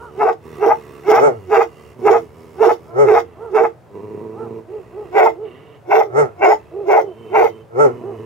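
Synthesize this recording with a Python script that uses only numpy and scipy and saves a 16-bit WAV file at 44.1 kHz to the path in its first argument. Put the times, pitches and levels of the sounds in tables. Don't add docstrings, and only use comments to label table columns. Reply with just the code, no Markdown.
import sys
import numpy as np
from scipy import signal
from scipy.fft import rfft, irfft, next_fast_len
from scipy.io import wavfile
from scipy.ndimage import uniform_filter1d, minimum_filter1d, map_coordinates

SR = 44100
rng = np.random.default_rng(int(sys.argv[2]) if len(sys.argv) > 2 else 0)


def pcm_store(signal):
    levels = np.round(np.clip(np.atleast_2d(signal), -1, 1) * 32767)
    wavfile.write(sys.argv[1], SR, levels.astype(np.int16).T)


N = 363825
T = np.arange(N) / SR
BAND_TOP_HZ = 15830

# start in seconds,
# end in seconds, first pitch in Hz, settled pitch in Hz, then chest, rasp, snarl and hiss levels in dB.
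GROWLS = [ (0, 0.259, 74.35, 73.1, -49.5, -43.5, -55, -67.5),
          (0.459, 1.183, 84.03, 72.93, -51, -43, -49.5, -60),
          (1.282, 1.928, 141.2, 72.9, -50.5, -50.5, -54.5, -64.5),
          (1.998, 2.903, 122.2, 79.75, -52, -47, -57.5, -65),
          (3.042, 3.703, 138.6, 73, -54.5, -51, -58, -77), (3.956, 4.593, 100, 113, -49, -32.5, -57, -70.5),
          (4.7, 5.349, 58.86, 66.5, -53, -46.5, -56.5, -70.5),
          (5.455, 5.755, 126, 144, -56.5, -46.5, -54.5, -80),
          (6.222, 6.878, 141.3, 73.6, -54, -53.5, -58.5, -74.5),
          (7.063, 7.611, 101.7, 107, -51, -42, -56, -71.5),
          (7.864, 8.245, 128.9, 112.1, -38.5, -37, -53, -69), ]
# frequency in Hz, gain in dB.
GROWL_THROAT = [(40,-51.5),(125,-4),(200,-7),(300,-9),(430,1),(560,-17),(800,-24.5),(970,-12),(1250,-37.5),(3000,-64.5)]
# frequency in Hz, gain in dB.
SNARL_SPECTRUM = [(700,-27.5),(1150,9.5),(1500,-10.5),(2000,0.5),(2300,-6),(2700,-4),(3800,-22.5),(5300,-43.5)]
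LIP_HISS_SPECTRUM = [(2500,-25),(3900,-5.5),(5300,0),(9000,-5.5),(15000,-8.5)]
SETTLE_S, CHEST_DB_PER_OCTAVE, RASP_DB_PER_OCTAVE, GROWL_FADE_S = 0.13, 20.5, 16, 0.027

# frequency in Hz, gain in dB.
AIR_SPECTRUM = [(25,-45.5),(110,2),(246,-13),(600,-9),(3830,-38),(15500,-47)]

# crest in seconds, top pitch in Hz, crest level in dB, treble gain in dB.
YELPS = [(0.04,486.6,-36.5,28.5),(2.931,352.8,-39.5,9.5),(3.445,462,-32,10),(4.418,450,-30.5,10),(4.751,435,-30.5,-7.5),(4.999,429,-30.5,-2),(5.431,433,-30,-7.5),(6.061,414.4,-31,-3),(6.797,417.4,-25.5,-10),(7.061,401.4,-29,-9),(8.088,402.7,-28.5,-2)]
# frequency in Hz, gain in dB.
YELP_THROAT = [(200,-36.5),(340,5.5),(440,9.5),(820,-1.5),(1350,-12),(2200,-51.5)]
YELP_HALF_S, YELP_SAG_SHARE, YELP_DROP_DB = .066, .23, 12

# start of full voice in seconds, hold in seconds, reference pitch in Hz,
# then base levels in dB of chest tone, open mouth, rasp and hiss at the teeth.
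BARKS = [(0.221, 0.086, 459.6, -17.5, -15.5, -0.5, -52), (0.643, 0.073, 460, -15, -14, 1, -49),
         (1.103, 0.088, 462, -11.5, -13.5, 6, -41), (1.538, 0.081, 460.6, -12.5, -14.5, 6, -44.5),
         (2.075, 0.09, 454.8, -11, -13.5, -1.5, -45), (2.631, 0.083, 467.5, -12.5, -14.5, 0, -43.5),
         (3.098, 0.084, 459.8, -10, -14.5, 3.5, -45), (3.566, 0.086, 460.7, -13, -17, 2, -50),
         (5.177, 0.098, 450.5, -12.5, -12, 3.5, -44), (5.93, 0.082, 447, -16, -11.5, 2.5, -46),
         (6.445, 0.074, 430.8, -16.5, -9.5, 4.7, -45), (6.906, 0.085, 441.6, -16.5, -12.5, 1.5, -48),
         (7.362, 0.096, 463.2, -14, -13.5, 4, -49.5)]
# share of its length, chest tone over reference pitch, folds over
# reference pitch, pitch jitter as a share, rasp in dB, chest bloom in dB.
BARK_GESTURE = [(0.041,.8,.8,0.03465,-2,1),(0.211,.96,.94,.03,4.5,1.5),(.33,.88,.87,0.0399,0,-1),(.51,1.01,.81,0.039,-1.5,4),(0.599,1.002,.85,.05,-5,1.5),(.69,1.01,.94,.04,-4.5,1.5),(.84,1,.79,0.055,1.5,-3),(1,1,.72,.06,-5,1)]
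# frequency in Hz, gain in dB.
MOUTH_RAISED = [(170,-41.5),(560,-11),(660,3),(770,-6),(940,-4),(1120,-12),(1310,-7.5),(1600,-19),(1920,-23.5),(2120,-15.5),(2400,-31),(2620,-21.5),(3000,-73),(4200,-75.5)]
MOUTH_TURNED = [(190,-55.5),(560,0),(660,1),(780,-7.5),(960,-3),(1190,-24.5),(1340,-11.5),(1720,-31.5),(2120,-15),(2450,-34),(2620,-29),(3000,-50),(4200,-87)]
# frequency in Hz, gain in dB.
TEETH = [(2000,-37.5),(2900,3.5),(3650,2.5),(4200,-8),(4800,0),(5500,4),(6300,-6),(6800,1.5),(7400,-13),(10000,-13.5),(15000,-6)]
# lead in seconds, rise in dB per second,
# sag in dB per second, overhang in seconds, fall in dB per second.
CHEST_SHAPE = (0.015, 634, 26, 0.0046, 392)
MOUTH_SHAPE = (0.0013, 600, 16, 0.00059, 790)
HISS_SHAPE = (-.007, 430, 65, .023, 480)
VOICE_MARGIN_S, FLUTTER_PER_S, FLUTTER_DB = .051, 54.5, 4
CRACK_SHARE, CRACK_S, CRACK_DB = .76, .008, 3
# time in seconds, left minus right in dB.
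SWAY = [(.2, 1.5), (3.6, 0.5), (5.2, 1), (7.4, 1.6)]
TURN_S = 4.6

# crest in seconds, frequency in Hz, base level in dB.
SQUEALS = [(.722,860,-7.5),(6.531,866,-8)]

# crest in seconds, top pitch in Hz, level in dB.
WOOFS = [(1.251,147.3,-10),(3.015,144.9,-13),(6.196,151.1,-12),(7.826,149.2,-10)]
# frequency in Hz, gain in dB.
WOOF_THROAT = [(50,-54.5),(135,-23),(296,-18.5),(444,-1.5),(590,-3),(740,-10.5),(890,-8),(1040,-25.5),(1190,-20),(1335,-8.5),(1480,-25.5),(1780,-37),(2130,-23.5),(2450,-40),(3800,-57),(6200,-44),(14000,-52)]
WOOF_RISE_DB_PER_S, WOOF_FALL_DB_PER_S, WOOF_CREST_S = 580, 480, .034

# frequency in Hz, left minus right in dB, left lead in radians.
FROM_RAISED = [(326,-4,-0.35),(510,-10,0.33),(716,3.5,0.1),(930,-0.5,0.21),(1350,-6.5,0.88),(1650,-2,0.8)]
FROM_TURNED = [(330,-4,0),(447,-8.5,1.1),(595,-3,2.4),(900,-1.5,0),(1090,-12.5,1.9),(1450,4,1),(2100,-2.5,1.5)]
FROM_DEEP = [(140,-3.3,0),(260,2,-1),(430,3,-2.3),(600,-2.5,0),(785,-6,2.3),(1080,2,0),(1330,-5.5,2.5),(2100,-4,1.9)]


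def amp(db):
    return 10 ** (np.asarray(db) / 20)


def unit(x):
    return x / np.sqrt(np.mean(x ** 2) + 1e-20)


def even(x, size=1100):
    power = uniform_filter1d(uniform_filter1d(x ** 2, size), size)
    return x / np.sqrt(np.abs(power) + 1e-12)


def along(points, hz):
    f, *cols = np.transpose(points)
    return [np.interp(np.log(hz + 1), np.log(f), c) for c in cols]


def wobble(rate, t):
    knots = (t - t[0]) * rate
    return map_coordinates(rng.standard_normal(int(knots[-1]) + 4), [knots])


def colour(x, spectrum):
    m = 2 * next_fast_len(len(x) // 2 + 1024, True)
    gain_db = along(spectrum, np.fft.rfftfreq(m, 1 / SR))[0]
    cepstrum = irfft(np.log(amp(gain_db)))
    cepstrum[1:m // 2] *= 2
    cepstrum[m // 2 + 1:] = 0
    return irfft(rfft(x, m) * np.exp(rfft(cepstrum)), m)[:len(x)]


def lips(x, ripple_db, count=90):
    depth_db = ripple_db * np.minimum(1, np.linspace(0, 2, count))
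    hz = np.geomspace(900, BAND_TOP_HZ, count)
    return colour(x, np.column_stack([hz, depth_db * rng.standard_normal(count)]))


def place(x, path):
    n = x.shape[-1]
    m = next_fast_len(n + SR // 10, True)
    balance_db, lead = along(path, np.fft.rfftfreq(m, 1 / SR))
    ratio = amp(balance_db) * np.exp(1j * lead)
    shares = np.array([ratio / (1 + ratio), 1 / (1 + ratio)])
    return irfft(rfft(x, m) * 2 * shares, m)[:, :n]


def add(track, t, x):
    track[..., round(t[0] * SR):][..., :len(t)] += x


def cycle(pitch, t, jitter, rate):
    return 2 * np.pi * np.cumsum(pitch * (1 + jitter * wobble(rate, t))) / SR


def folds(phase, t, noisy, shimmer_db, count=24):
    half = np.sin(phase / 2)
    pulses = np.sin((count + .5) * phase) / np.where(half == 0, 1, half) - 1
    puffs = rng.standard_normal(len(t)) * (2 + np.cos(phase))
    share = np.clip(noisy, 0, 1)
    source = np.sqrt(1 - share) * unit(pulses) + np.sqrt(share) * unit(puffs)
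    return source * amp(shimmer_db * wobble(300, t))


def envelope(t, s, hold, shape):
    lead, rise, sag, overhang, fall = shape
    since = t - s + lead
    release = fall * np.maximum(t - s - hold - overhang, 0)
    return rise * np.minimum(since, 0) - sag * np.maximum(since, 0) - release


def growls():
    out = np.zeros(N)
    for start, end, first_hz, settled_hz, chest_db, rasp_db, snarl_db, hiss_db in GROWLS:
        t = T[(T > start - .15) & (T < end + .15)]
        gate = np.exp(-np.abs(t - np.clip(t, start, end)) / GROWL_FADE_S)
        settling = np.exp(-np.maximum(t - start, 0) / SETTLE_S)
        pitch = settled_hz + (first_hz - settled_hz) * settling
        effort = np.log2(pitch / settled_hz)
        phase = cycle(pitch * (1 + .03 * wobble(9, t)), t, jitter=.042, rate=110)
        rattle = even(colour(folds(phase, t, noisy=.54, shimmer_db=2.5), GROWL_THROAT), size=2400)
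        rasp = rattle * amp(rasp_db + RASP_DB_PER_OCTAVE * effort)
        jet = rng.standard_normal(len(t)) * (2 + np.cos(phase))
        snarl = unit(lips(colour(jet, SNARL_SPECTRUM), ripple_db=7.0)) * amp(snarl_db)
        hiss = unit(lips(colour(jet, LIP_HISS_SPECTRUM), ripple_db=2)) * amp(hiss_db)
        chest = unit(np.sin(phase) + amp(-16.5) * np.sin(2 * phase))
        chest = chest * amp(chest_db + CHEST_DB_PER_OCTAVE * effort)
        heave = amp(1.8 * wobble(11, t))
        tremor = amp(2.5 * wobble(28, t))
        add(out, t, gate * (tremor * chest + heave * (rasp + snarl + hiss)))
    return place(out, [(120, -4.0, 0.19), (450, -2.5, 0.032), (900, -5.5, 0.1)])


def air():
    mid, side = [unit(colour(rng.standard_normal(N), AIR_SPECTRUM)) for part in range(2)]
    return amp(-48) * np.array([mid + .5 * side, mid - .5 * side])


def yelps():
    out = np.zeros(N)
    for s, top_hz, db, treble_db in YELPS:
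        t = T[np.abs(T - s) < .2]
        arch = ((t - s) / YELP_HALF_S) ** 2
        phase = cycle(top_hz / (1 + YELP_SAG_SHARE * arch), t, jitter=.024, rate=150)
        voice = colour(folds(phase, t, noisy=.27, shimmer_db=2), YELP_THROAT)
        voice = even(colour(voice, [(500, 0.016), (1200, treble_db)]))
        add(out, t, voice * amp(db - YELP_DROP_DB * arch))
    return out * amp([[-2], [1.6]])


def chest_voice(t, tone_hz, torn):
    gruff = colour(torn, [(80, -44.5), (250, -19), (335, -3.0), (440, -1.5), (560, -8), (900, -59)])
    pure = unit(np.sin(cycle(tone_hz, t, jitter=.018, rate=140)))
    return even(pure + amp(-4.5) * even(gruff), size=500)


def mouth_roar(t, closing, torn, phase, flap, rasp_db, mouth):
    wide, narrow = [lips(colour(torn, np.array(mouth) * [shift, 1]), ripple_db=4.5)
                    for shift in (1.03, .97)]
    roar = np.sqrt(1 - closing) * wide + np.sqrt(closing) * narrow
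    upper = signal.sosfiltfilt(signal.butter(2, 1400, "high", fs=SR, output="sos"), roar)
    roar = even(roar + (amp(rasp_db + 1.2 * wobble(51.1, t)) - 1) * upper, size=400)
    overtone = unit(np.sin(2 * phase) * (1 + 0.69 * flap)) * amp(2.6 * wobble(110, t))
    return amp(-1.5) * roar + amp(-5.5) * overtone


def teeth_hiss(t, torn, phase):
    jets = torn + 1.2 * rng.standard_normal((2, len(t))) * (1 + np.cos(phase))
    hiss = np.array([even(lips(colour(side, TEETH), ripple_db=5.5)) for side in jets])
    return hiss * amp(3.66 + 2.8 * wobble(59.5, t))


def bark(s, hold, hz, chest_db, mouth_db, harsh_db, hiss_db, mouth):
    t = T[(T > s - .15) & (T < s + hold + .2)]
    progress = (t - s + VOICE_MARGIN_S) / (hold + 2 * VOICE_MARGIN_S)
    share, *cols = np.transpose(BARK_GESTURE)
    tone, pitch, jitter, rasp_db, bloom_db = [np.interp(progress, share, c) for c in cols]
    pitch = hz * pitch
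    crack_s = s + hold * rng.normal(CRACK_SHARE, .07)
    crack_db = CRACK_DB * np.exp(-((t - crack_s) / CRACK_S) ** 2)
    flutter_db = FLUTTER_DB * np.tanh(wobble(FLUTTER_PER_S, t))
    flap = np.cos(cycle(pitch / 3, t, jitter=0.253, rate=90))
    phase = cycle(pitch * (1 + 0.02464 * wobble(29.91, t)), t, jitter, rate=260)
    torn = folds(phase, t, noisy=.35, shimmer_db=2.2) * (1 + .35 * flap)
    closing = np.clip((t - s) / hold, 0, 1)
    chest_level_db = chest_db - 2.5 + bloom_db + envelope(t, s, hold, CHEST_SHAPE)
    chest = chest_voice(t, hz * tone, torn) * amp(chest_level_db - flutter_db - crack_db)
    mouth_level_db = mouth_db + envelope(t, s, hold, MOUTH_SHAPE)
    roar = mouth_roar(t, closing, torn, phase, flap, rasp_db + harsh_db, mouth)
    roar = roar * amp(mouth_level_db + flutter_db - crack_db)
    hiss = teeth_hiss(t, torn, phase) * amp(hiss_db + envelope(t, s, hold, HISS_SHAPE))
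    return t, chest + roar + hiss


def big_dog():
    out = np.zeros((2, N))
    for row in BARKS:
        raised = row[0] < TURN_S
        mouth, path = (MOUTH_RAISED, FROM_RAISED) if raised else (MOUTH_TURNED, FROM_TURNED)
        t, voice = bark(*row, mouth)
        add(out, t, place(voice, path))
    sway_db = np.interp(T, *np.transpose(SWAY))
    return out * amp([sway_db / 2, -sway_db / 2])


def squeals():
    out = np.zeros(N)
    for s, hz, db in SQUEALS:
        t = T[np.abs(T - s) < .05]
        ring = np.sin(cycle(hz, t, jitter=0.01, rate=190))
        add(out, t, ring * amp(db + 2.0) * np.exp(-((t - s) / 0.0077) ** 2))
    return out


def woofs(length=.105):
    out = np.zeros(N)
    for s, top_hz, db in WOOFS:
        t = T[np.abs(T - s) < 2 * length]
        arch = ((t - s) / (length / 2)) ** 2
        sag = arch / (1 + arch)
        phase = cycle(top_hz * (1 - .3 * sag), t, jitter=.018, rate=200)
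        ragged = even(colour(folds(phase, t, noisy=.6, shimmer_db=2.2, count=30), WOOF_THROAT))
        k = np.arange(1, 60)[:, None]
        levels_db = along(WOOF_THROAT, k * top_hz)[0] - 9 * (k > 6) * sag
        harmonics = np.sin(k * phase + 2 * np.pi * rng.random(k.shape))
        voice = even(np.sum(amp(levels_db) * harmonics, axis=0))
        slope = np.where(t < s, WOOF_RISE_DB_PER_S, WOOF_FALL_DB_PER_S)
        drop_db = slope * (np.hypot(t - s, WOOF_CREST_S) - WOOF_CREST_S)
        fundamental = np.sin(phase) * amp(-28.0 - 4.6 * arch)
        add(out, t, voice * amp(db - drop_db) + ragged * amp(db - 8 - drop_db / 1.48) + fundamental)
    return place(out, FROM_DEEP)


def hillside(x, t60):
    t = np.arange(SR // 2) / SR
    tail = rng.standard_normal((2, len(t))) * amp(-60 * t / t60)
    return signal.fftconvolve(x, tail / np.linalg.norm(tail[0]), axes=1)[:, :N]


def scene():
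    dogs = growls() + yelps() + big_dog() + squeals() + woofs()
    return dogs + amp(-7.5) * hillside(dogs, t60=0.14) + air()


def record(dry):
    needed = np.minimum(1, .97 / (np.abs(dry).max(axis=0) + 1e-9))
    gain = uniform_filter1d(minimum_filter1d(needed, size=260), size=260)
    m = next_fast_len(N + SR // 2)
    passband = np.fft.rfftfreq(m, 1 / SR) < BAND_TOP_HZ
    return irfft(rfft(dry * gain, m) * passband, m)[:, :N]


dry = scene()
out = record(dry)
pcm_store(out)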